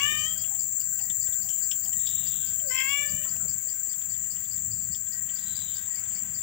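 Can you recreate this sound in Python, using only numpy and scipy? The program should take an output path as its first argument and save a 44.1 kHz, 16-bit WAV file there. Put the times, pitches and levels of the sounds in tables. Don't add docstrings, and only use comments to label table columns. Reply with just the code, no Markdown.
import sys
import numpy as np
from scipy import signal
from scipy.fft import rfft, irfft
from scipy.io import wavfile
from scipy.ndimage import uniform_filter1d

SR = 44100
rng = np.random.default_rng(int(sys.argv[2]) if len(sys.argv) > 2 else 0)


def store_wav(level_fs):
    pcm = np.round(np.clip(np.atleast_2d(level_fs), -1, 1) * 32767)
    wavfile.write(sys.argv[1], SR, pcm.T.astype(np.int16))


def how_loud(loudness_db):
    steps = np.asarray(loudness_db, float) / 20
    return 10 ** steps


N = 283122
T = np.arange(N) / SR
F = np.arange(N // 2 + 1) * SR / N + 1e-3
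PORT_LAG = 38


def unit(x):
    return x / np.sqrt(np.mean(x ** 2))


def ring(x, hz, width_hz):
    return signal.lfilter(*signal.iirpeak(hz, hz / width_hz, fs=SR), x)


def steep_ring(x, hz, width_hz):
    return ring(ring(x, hz, width_hz), hz, width_hz)


def sos_filter(x, order, edge_hz, kind="low"):
    return signal.sosfilt(signal.butter(order, edge_hz, kind, fs=SR, output="sos"), x)


def on_log(table):
    hz, value = np.transpose(table)
    return np.interp(np.log(F), np.log(hz), value)


def colour(x, spectrum, low_hz, top_hz):
    inside = 1 / (1 + (low_hz / F) ** 40) / (1 + (F / top_hz) ** 40)
    return unit(irfft(rfft(x) * how_loud(on_log(spectrum)) * inside, N))


def walk(rate_hz):
    k = int(SR / rate_hz)
    steps = np.repeat(rng.standard_normal(N // k + 1), k)
    return unit(uniform_filter1d(uniform_filter1d(steps, k), k)[:N])


def phase(hz):
    return 2 * np.pi * np.cumsum(hz) / SR


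def streak(hz, width_hz):
    pair = signal.lfilter(*signal.butter(2, width_hz / 2, fs=SR), rng.standard_normal((2, N)))
    turn = phase(hz)
    return unit(pair[0] * np.cos(turn) + pair[1] * np.sin(turn))


def place(x, lean_db):
    g = how_loud(lean_db)
    return x * np.array([2 * g / (1 + g), 2 / (1 + g)]).reshape(2, -1)


def curve(rows):
    s, *cols = np.transpose(rows)
    since_start = T - s[0] + (s[0] == 0)
    gate = np.clip(np.minimum(since_start, s[-1] - T) / 0.0097, 0, 1)
    return gate, [np.interp(T, s, c) for c in cols]


def porch(x, t60_s, damp_hz):
    t = T[:int(t60_s * SR)]
    tail = rng.standard_normal((2, len(t))) * 1000. ** (-t / t60_s) * (t > .004)
    tail = signal.lfilter(*signal.butter(1, damp_hz, fs=SR), tail)
    tail = tail / np.sqrt((tail ** 2).sum(axis=1, keepdims=True))
    return signal.fftconvolve(x, tail, axes=1)[:, :N]


def cicadas():
    # t/s, timbal level/dB, left minus right/dB
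    chorus = [
        (0, -32, 22),
        (1.25, -31, 22),
        (2.9, -31, 22),
        (3.6, -32.5, 21),
        (4.5, -33, 19),
        (6.42, -34, 18),
    ]
    # f/Hz, density/dB
    timbal_spectrum = [(3350, -55), (5700, -17.5), (6330, -11), (6790, -6), (6970, -4), (7130, 4.5),
                       (7430, 10.5), (7670, 3.5), (7810, 0), (8080, -14.5), (8310, -14.5), (8900, -25),
                       (11600, -92.5), (19600, -120)]
    # f/Hz, density/dB
    over_spectrum = [(8060, -97), (13700, -50), (13800, -27), (14000, -23.5), (14100, -6.5), (14600, 14),
                     (15100, 15.5), (15600, 21.5), (16000, -17)]
    throb_parts = [(1, 0.11), (3, 0.044), (4, 0.022), (5, 0.033)]
    burst_hz = 23.13
    _, (db, lean_db) = curve(chorus)
    over_db = -8.5 + 0.66 * (db - db.max())
    turn = phase(burst_hz * (1 + 0.004 * walk(3.5)))
    throb = sum(depth * np.cos(k * turn + k * k) for k, depth in throb_parts)
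    clicks = rng.standard_normal((2, N)) * (rng.random((2, N)) < .3)
    bursts = clicks * np.clip(1 + throb, 0, None) * how_loud(.5 * walk(14))
    timbal = colour(bursts, timbal_spectrum, 6090, 8460)
    timbal[1] = unit(ring(timbal[1], 6400, 1400))
    over = colour(clicks * np.clip(1 + 1.7 * throb, 0, None), over_spectrum, 12300, 15320)
    song = place(timbal, lean_db - .3) + how_loud(over_db + 1.5) * place(over, lean_db - 10.5)
    return how_loud(db + 0.48) * song


def air():
    # f/Hz, density/dB
    spectrum = [(15, -50), (25, -2.5), (101, 2.5), (202, -2.5), (291, -20), (544, -23), (952, -21),
                (1210, -23.5), (1530, -18), (1700, -18.5), (1900, -19), (2400, -23.5), (3390, -23),
                (4030, -35), (4300, -52), (5590, -36), (9460, -120)]
    # f/Hz, left minus right/dB
    lean = [(60, 3.5), (200, 7), (600, 1.5), (1400, 9), (4400, 17.5)]
    # f/Hz, left-right likeness/0-1
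    likeness = [(60, .92), (150, 0.63), (300, 1), (640, 0.34), (1400, 0.028)]
    # t/s, peak level/dB, length/s
    rumble = [(0.155, -55.5, 0.55), (0.905, -58, 0.042), (1.11, -56, 0.044), (1.28, -59, 0.063),
              (1.45, -54.5, 0.062), (1.97, -50, 0.045), (2.32, -60, 0.46), (3.013, -61, 0.045),
              (3.144, -45.5, 0.056), (3.447, -57.5, .2), (4.697, -53.5, 0.39), (4.913, -47, 0.052),
              (5.55, -57, 0.22), (6.313, -54, 0.16)]
    # f/Hz, width/Hz, level/dB, left minus right/dB
    whines = [(105, 11.7, -64.5, 0.5), (1549, 54, -68.5, 14), (1904, 51, -64.5, 36.5), (2200, 20, -76, 15),
              (4740, 440, -65, 18)]
    lull_db, hiss_db = -59, -60.5
    a, b = rfft(rng.standard_normal((2, N)))
    alike = np.clip(on_log(likeness), -.99, .99)
    left = a * np.exp(-2j * np.pi * F * PORT_LAG / SR)
    right = alike * a + np.sqrt(1 - alike ** 2) * b
    pair = np.array([left, right]) * how_loud(on_log(spectrum)) / (1 + (F / 4200) ** 12)
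    pair = place(pair, on_log(lean))
    bass = 1 / (1 + (F / 280) ** 6)
    low, high = irfft(pair * np.sqrt(bass), N), irfft(pair * np.sqrt(1 - bass), N)
    gusts = how_loud(lull_db) + sum(how_loud(db) * np.exp(-(2 * (T - s) / length) ** 2) for s, db, length in rumble)
    bed = gusts * how_loud(1.54 * walk(9)) * low / np.std(low.mean(axis=0))
    hiss_level = how_loud(hiss_db + 1.9 * walk(2.354) + 0.72 * walk(18.0))
    bed = bed + hiss_level * high / np.std(high.mean(axis=0))
    for hz, width_hz, db, lean_db in whines:
        waver = how_loud(db + 2.5 * walk(5) + 2.5 * walk(16))
        bed = bed + place(waver * unit(steep_ring(rng.standard_normal(N), hz, width_hz)), lean_db)
    return bed


def cat():
    # t/s, effort/dB, mouth opening/0-1, hoarseness/0-1
    meows = [
        [(0, -31.5, 1, 0.41), (.06, -31, 1, 0.17), (.114, -31.5, 0.91, 0.04), (.2, -40, 0.84, 0.14),
         (.26, -40, 0.6, 0.04), (.3, -45.5, 0.64, 0.01), (.36, -46.5, 0.38, 0), (.45, -47.5, 0.41, .1),
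         (.5, -57, 0.33, .2)],
        [(2.6, -52, 0, 0.05), (2.68, -37.5, 0, 0), (2.725, -39, 0.75, 0.27), (2.8, -34.5, 1, 0.51),
         (2.84, -37.5, 0.9, 0.12), (2.93, -33.5, 0.96, 0.11), (3.0, -36.5, 0.75, 0.06),
         (3.06, -44.5, 0.47, 0.05), (3.27, -48.5, 0.38, 0.15)],
        [(3.28, -58, 0.26, 0.4), (3.33, -55, 0.31, 0.55), (3.45, -59, 0.1, .3)],
    ]
    # t/s, pitch/Hz
    pitches = [
        [(0, 552), (.04, 572), (.075, 593), (.114, 603), (.25, 607), (.275, 638), (.43, 652), (.49, 680),
         (.56, 700)],
        [(2.6, 707), (2.625, 640), (2.668, 549), (2.71, 507), (2.76, 523), (2.86, 538), (2.92, 562), (3.0, 577),
         (3.27, 603)],
        [(3.28, 640), (3.33, 657), (3.45, 672)],
    ]
    vowels = [(1, -8, -27, -6, -24), (2, -16, -13, -15, -12), (3, -9, -4, 0, -9), (4, -9, -6, 0, 0),
              (5, 0, 1, 0, 0), (6, -24, -14, -12, -5), (7, -26, -42, -32, -36), (8, -22, -34, -26, -31),
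              (9, -18, -29, -26, -31), (10, -1, -28, -12, -26), (11, -6, -14, -12, -29)]
    # f/Hz, width/Hz, depth/dB
    dips = [(1668, 42, -5), (2533, 110, -12.5)]
    lips_db = 42
    half_beat = .6
    out = np.zeros((2, N))
    flutter, rattle = [walk(27.79) for _ in range(6)], [walk(420) for _ in range(4)]
    for n, (pitch, rows) in enumerate(zip(pitches, meows)):
        gate, (effort_db, gape, hoarse) = curve(rows)
        hz = np.interp(T, *np.transpose(pitch))
        turn = phase(hz * (1 + .0015 * walk(60) + .012 * hoarse * walk(45)))
        for k, *vowel in vowels:
            narrow_db, wide_db = vowel[2:] if n else vowel[:2]
            closed_db = narrow_db - lips_db if k > 1 else 0
            db = effort_db + np.interp(gape, (0, .5, 1), (closed_db, narrow_db, wide_db))
            db = db + sum(dip_db * np.exp(-((k * hz - dip_hz) / w) ** 2) for dip_hz, w, dip_db in dips)
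            rough = 1 + hoarse * 0.079 * min(k, 8) ** 2 * rattle[k % 4]
            rough = rough + half_beat * hoarse * (k > 3) * np.cos(turn / 2)
            flutter_db = (1.8 * (k > 1) + 1 * (k > 6) + .3) * flutter[k % 6]
            tone = gate * how_loud(db + 3 + flutter_db) * rough * np.sin(k * turn + k * k)
            out += place(tone, 17 - 12 / k ** .9)
    out[1] = np.roll(out[1], -PORT_LAG)
    return out + how_loud(-14) * porch(sos_filter(out, 2, 900, "high"), .45, 4000)


def taps(events, t60_s, width, rise_s=0.00078, crack_hz=0):
    out = np.zeros((2, N))
    t = T[:int(t60_s * SR)]
    fade = np.clip(t / rise_s, 0, 1) * 1000. ** (-t / t60_s)
    chance = rng.standard_normal((len(events), 2, len(t)))
    for (s, db, hz, lean_db, *crack_db), grit in zip(events, chance):
        tap = steep_ring(grit[0] * fade, hz, width * hz)
        tap = tap / np.abs(tap).max()
        if crack_db:
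            crack = ring(ring(grit[1] * fade, crack_hz, 0.24 * crack_hz), crack_hz, 0.3 * crack_hz)
            tap = tap + how_loud(min(crack_db[0] + 2.5, 3)) * crack / np.abs(crack).max()
        i = int(s * SR)
        out[:, i:i + len(t)] += place(how_loud(db) * tap, lean_db)[:, :N - i]
    return out


def smacks():
    # t/s, peak level/dB, f/Hz, left minus right/dB
    events = [(0.1125, -41.5, 9900, 24), (0.9471, -32, 11600, -7), (1.0993, -37, 10700, -18),
              (1.1961, -36, 10500, -34), (1.4899, -42, 9400, 12), (1.7723, -36, 11200, -15),
              (2.209, -34, 11400, -32), (2.6598, -43, 11000, -22), (3.2265, -34, 11500, -22),
              (3.3602, -39, 9650, 12), (3.6216, -39, 11000, -29), (3.677, -37, 11200, -25),
              (4.364, -44, 10900, -18), (4.6856, -54, 10900, -14), (5.5023, -42, 10500, -22)]
    return sos_filter(taps(events, 0.0085, 0.22), 4, (8800, 13800), "band")


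def laps():
    # t/s, peak level/dB, ring f/Hz, upper crack/dB
    drops = [(0.4415, -37.5, 2960, -32), (0.81, -48, 3000, 2), (0.992, -47, 2800, 2),
             (1.098, -35, 3320, -10), (1.2686, -48, 3260, 7), (1.3243, -40.5, 3500, -20),
             (1.4875, -38.5, 3140, -0.5), (1.593, -51, 3020, -11), (1.7118, -27, 3220, -4.5),
             (1.8547, -45.5, 3060, -3), (1.9292, -40, 3140, -12), (1.9971, -46.5, 3400, -15),
             (2.0677, -30.5, 3510, -15), (2.597, -44, 3100, -17), (3.231, -43, 2870, -20),
             (3.245, -49, 3300, -20), (3.58, -61, 3500, -13), (3.69, -53, 3120, -15), (3.8, -65, 2970, -15),
             (3.36, -44.5, 2730, 9), (3.8706, -67, 2940, 9.5), (3.9302, -49, 3340, -20),
             (4.015, -47.5, 3380, -9), (4.1432, -49.5, 3360, -9), (4.243, -53, 2930, -17),
             (4.3637, -45.5, 3000, -8), (4.448, -50, 3470, -18), (4.5757, -49.5, 3530, -14),
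             (4.9453, -36.5, 3420, 6), (5.0676, -49.5, 3450, -10), (5.291, -38.5, 3140, -29),
             (5.3849, -47, 3530, -5), (6.0528, -48.5, 3600, -13), (6.107, -52, 3100, -15),
             (6.185, -53, 3100, -17), (5.12, -46, 4800, 9), (.113, -51, 3300, 9), (.55, -48, 3130, -17),
             (6.387, -51, 3600, -6)]
    lean_db, turn_db_s = 18.5, -1.5
    events = [(s, db, hz, lean_db + turn_db_s * s, crack_db) for s, db, hz, crack_db in drops]
    return taps(events, .028, .16, rise_s=.003, crack_hz=5500)


def knocks():
    # t/s, peak level/dB, ring f/Hz, left minus right/dB
    events = [
        (0.118, -45, 310, 21),
        (1.281, -46, 520, 20),
        (2.53, -53.5, 345, 19),
        (3.359, -47.5, 620, 22),
        (3.449, -45.5, 495, 21),
        (3.667, -50, 537, 14.5),
        (3.87, -48.5, 590, 20),
    ]
    return taps(events, 0.046, 0.67)


def coos():
    # t/s, peak level/dB, f/Hz, left minus right/dB
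    events = [(.5, -50.5, 786, 6), (.98, -52, 753, 16), (1.43, -54, 770, 13), (1.5, -45, 3020, 22),
              (1.74, -55, 3040, 16), (1.84, -51, 760, 6), (2.2, -55, 697, 9), (3.24, -50.5, 1050, 9),
              (3.25, -50, 1350, 8), (3.39, -47.5, 1390, 10), (5.27, -63, 720, 18), (5.87, -58.5, 950, 2),
              (5.95, -52, 2200, 12), (6.15, -52, 2200, 20), (6.0, -59, 1300, 15)]
    return taps(events, 0.28, 0.14, rise_s=0.011)


def katydid():
    # start/s, end/s, final level/dB
    phrases = [
        (.18, .78, -69),
        (.93, 1.44, -68),
        (1.52, 2.15, -68),
        (2.25, 2.81, -66.5),
        (2.95, 3.55, -68),
        (3.72, 4.21, -67),
        (4.3, 4.82, -67),
        (4.92, 5.47, -68),
        (5.6, 6.2, -67),
        (6.3, 6.6, -68),
    ]
    swell = 0
    for s, end, db in phrases:
        rise_db = -7 * (end - T) / (end - s)
        ramp = np.clip(np.minimum((T - s) / 0.11, (end - T) / 0.034) + .5, .06, 1)
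        swell = swell + how_loud(db + rise_db) * ramp * (T > s - .2) * (T < end + .2)
    strokes = (.5 + .5 * np.cos(phase(142 * (1 + 0.011 * walk(0.77))))) ** 1.5
    buzz = unit(steep_ring(rng.standard_normal((2, N)) * (strokes + 1.0), 10750, 400))
    buzz = buzz * how_loud(2.5 * walk(14))
    return place(swell * colour(buzz, [(10000, 0), (12000, 0)], 10350, 11350), -45)


def cricket():
    # first chirp/s, chirps, period/s
    runs = [
        (.181, 9, .2065),
        (2.066, 3, .198),
        (2.683, 6, .2005),
        (3.898, 7, .2045),
        (5.357, 6, .1983),
    ]
    out = np.zeros((2, N))
    t = T[:int(.13 * SR)]
    hold = np.exp(-(t / .052) ** 1.6)
    accent = .45 * np.exp(-((t - .016) / .005) ** 2)
    shape = np.clip(t / .014, 0, 1) ** 2 * (hold + accent)
    times = np.concatenate([s + period * np.arange(n) for s, n, period in runs])
    chance = rng.standard_normal((len(times), 2, len(t)))
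    for s, teeth in zip(times, chance):
        db, lean_db = -41 + 0.7 * teeth[0, 0], 12.5 + 2.5 * teeth[1, 0]
        i = int(s * SR) - 640
        out[:, i:i + len(t)] += place(how_loud(db) * teeth * shape, lean_db)[:, :N - i]
    plate, rim = steep_ring(out, 4700, 330), steep_ring(out, 5250, 650)
    wing = plate + how_loud(-8) * np.roll(rim, 450, axis=1)
    wing = how_loud(12.0) * sos_filter(wing, 4, (4350, 5700), "band")
    return wing + how_loud(-35.0) * porch(wing, 0.54, 11000)


def rasp():
    # t/s, length/s, peak level/dB, starting centre f/Hz
    rasps = [
        (1.959, 0.67, -48, 3654),
        (5.352, 0.6, -49.5, 3900),
    ]
    # share of length, level/dB
    rasp_swell = [(0, -21), (.2, -5), (.6, -0.5), (.86, -12.5), (1, -45)]
    # offset from centre/Hz, width/Hz, level/dB
    ridge_table = [(171.5, 96, -5), (-130, 240, -5), (-650, 130, -11.5)]
    sag_hz = 326
    out = 0
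    for s, length, peak_db, start_hz in rasps:
        u = (T - s) / length
        db = peak_db + np.interp(u, *np.transpose(rasp_swell))
        hz = start_hz - sag_hz * np.clip(u, 0, 1)
        spectrum = [(2700, -8), (3300, -3), (3800, 0), (4200, -3)]  # f/Hz, level/dB
        scrape = colour(rng.standard_normal((2, N)), spectrum, 2900, 4170)
        ridges = sum(how_loud(lift_db + 2.5 * walk(12)) * streak(hz + off, w) for off, w, lift_db in ridge_table)
        strokes = (u > 0) * (u < 1) * how_loud(db + 1.1 * walk(110))
        out = out + place(strokes * (how_loud(-3) * scrape + ridges), 14.7)
    return out


def whistles():
    # t/s, length/s, from f/Hz, to f/Hz, level/dB
    slurs = [
        (3.73, .06, 5700, 6150, -63),
        (4.79, .11, 5450, 6250, -64),
        (5.97, .09, 5850, 6300, -62),
    ]
    out = 0
    for s, length, from_hz, to_hz, db in slurs:
        u = np.clip((T - s) / length, 0, 1)
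        out = out + how_loud(db) * np.sin(np.pi * u) * streak(from_hz + (to_hz - from_hz) * u, 60)
    return place(out, 14)


def scene():
    near = laps() + knocks() + coos()
    near = near + how_loud(-9.5) * porch(near, 0.082, 6000)
    low = sos_filter(cricket() + whistles() + rasp() + cat() + near + air(), 8, 7500)
    return cicadas() + katydid() + smacks() + low


def band_limit(x):
    return signal.sosfilt(signal.butter(12, 17020, fs=SR, output="sos"), x)


def record(dry):
    mix = sos_filter(dry, 3, 50, "high")
    return band_limit(mix)


dry = scene()
out = record(dry)
store_wav(out)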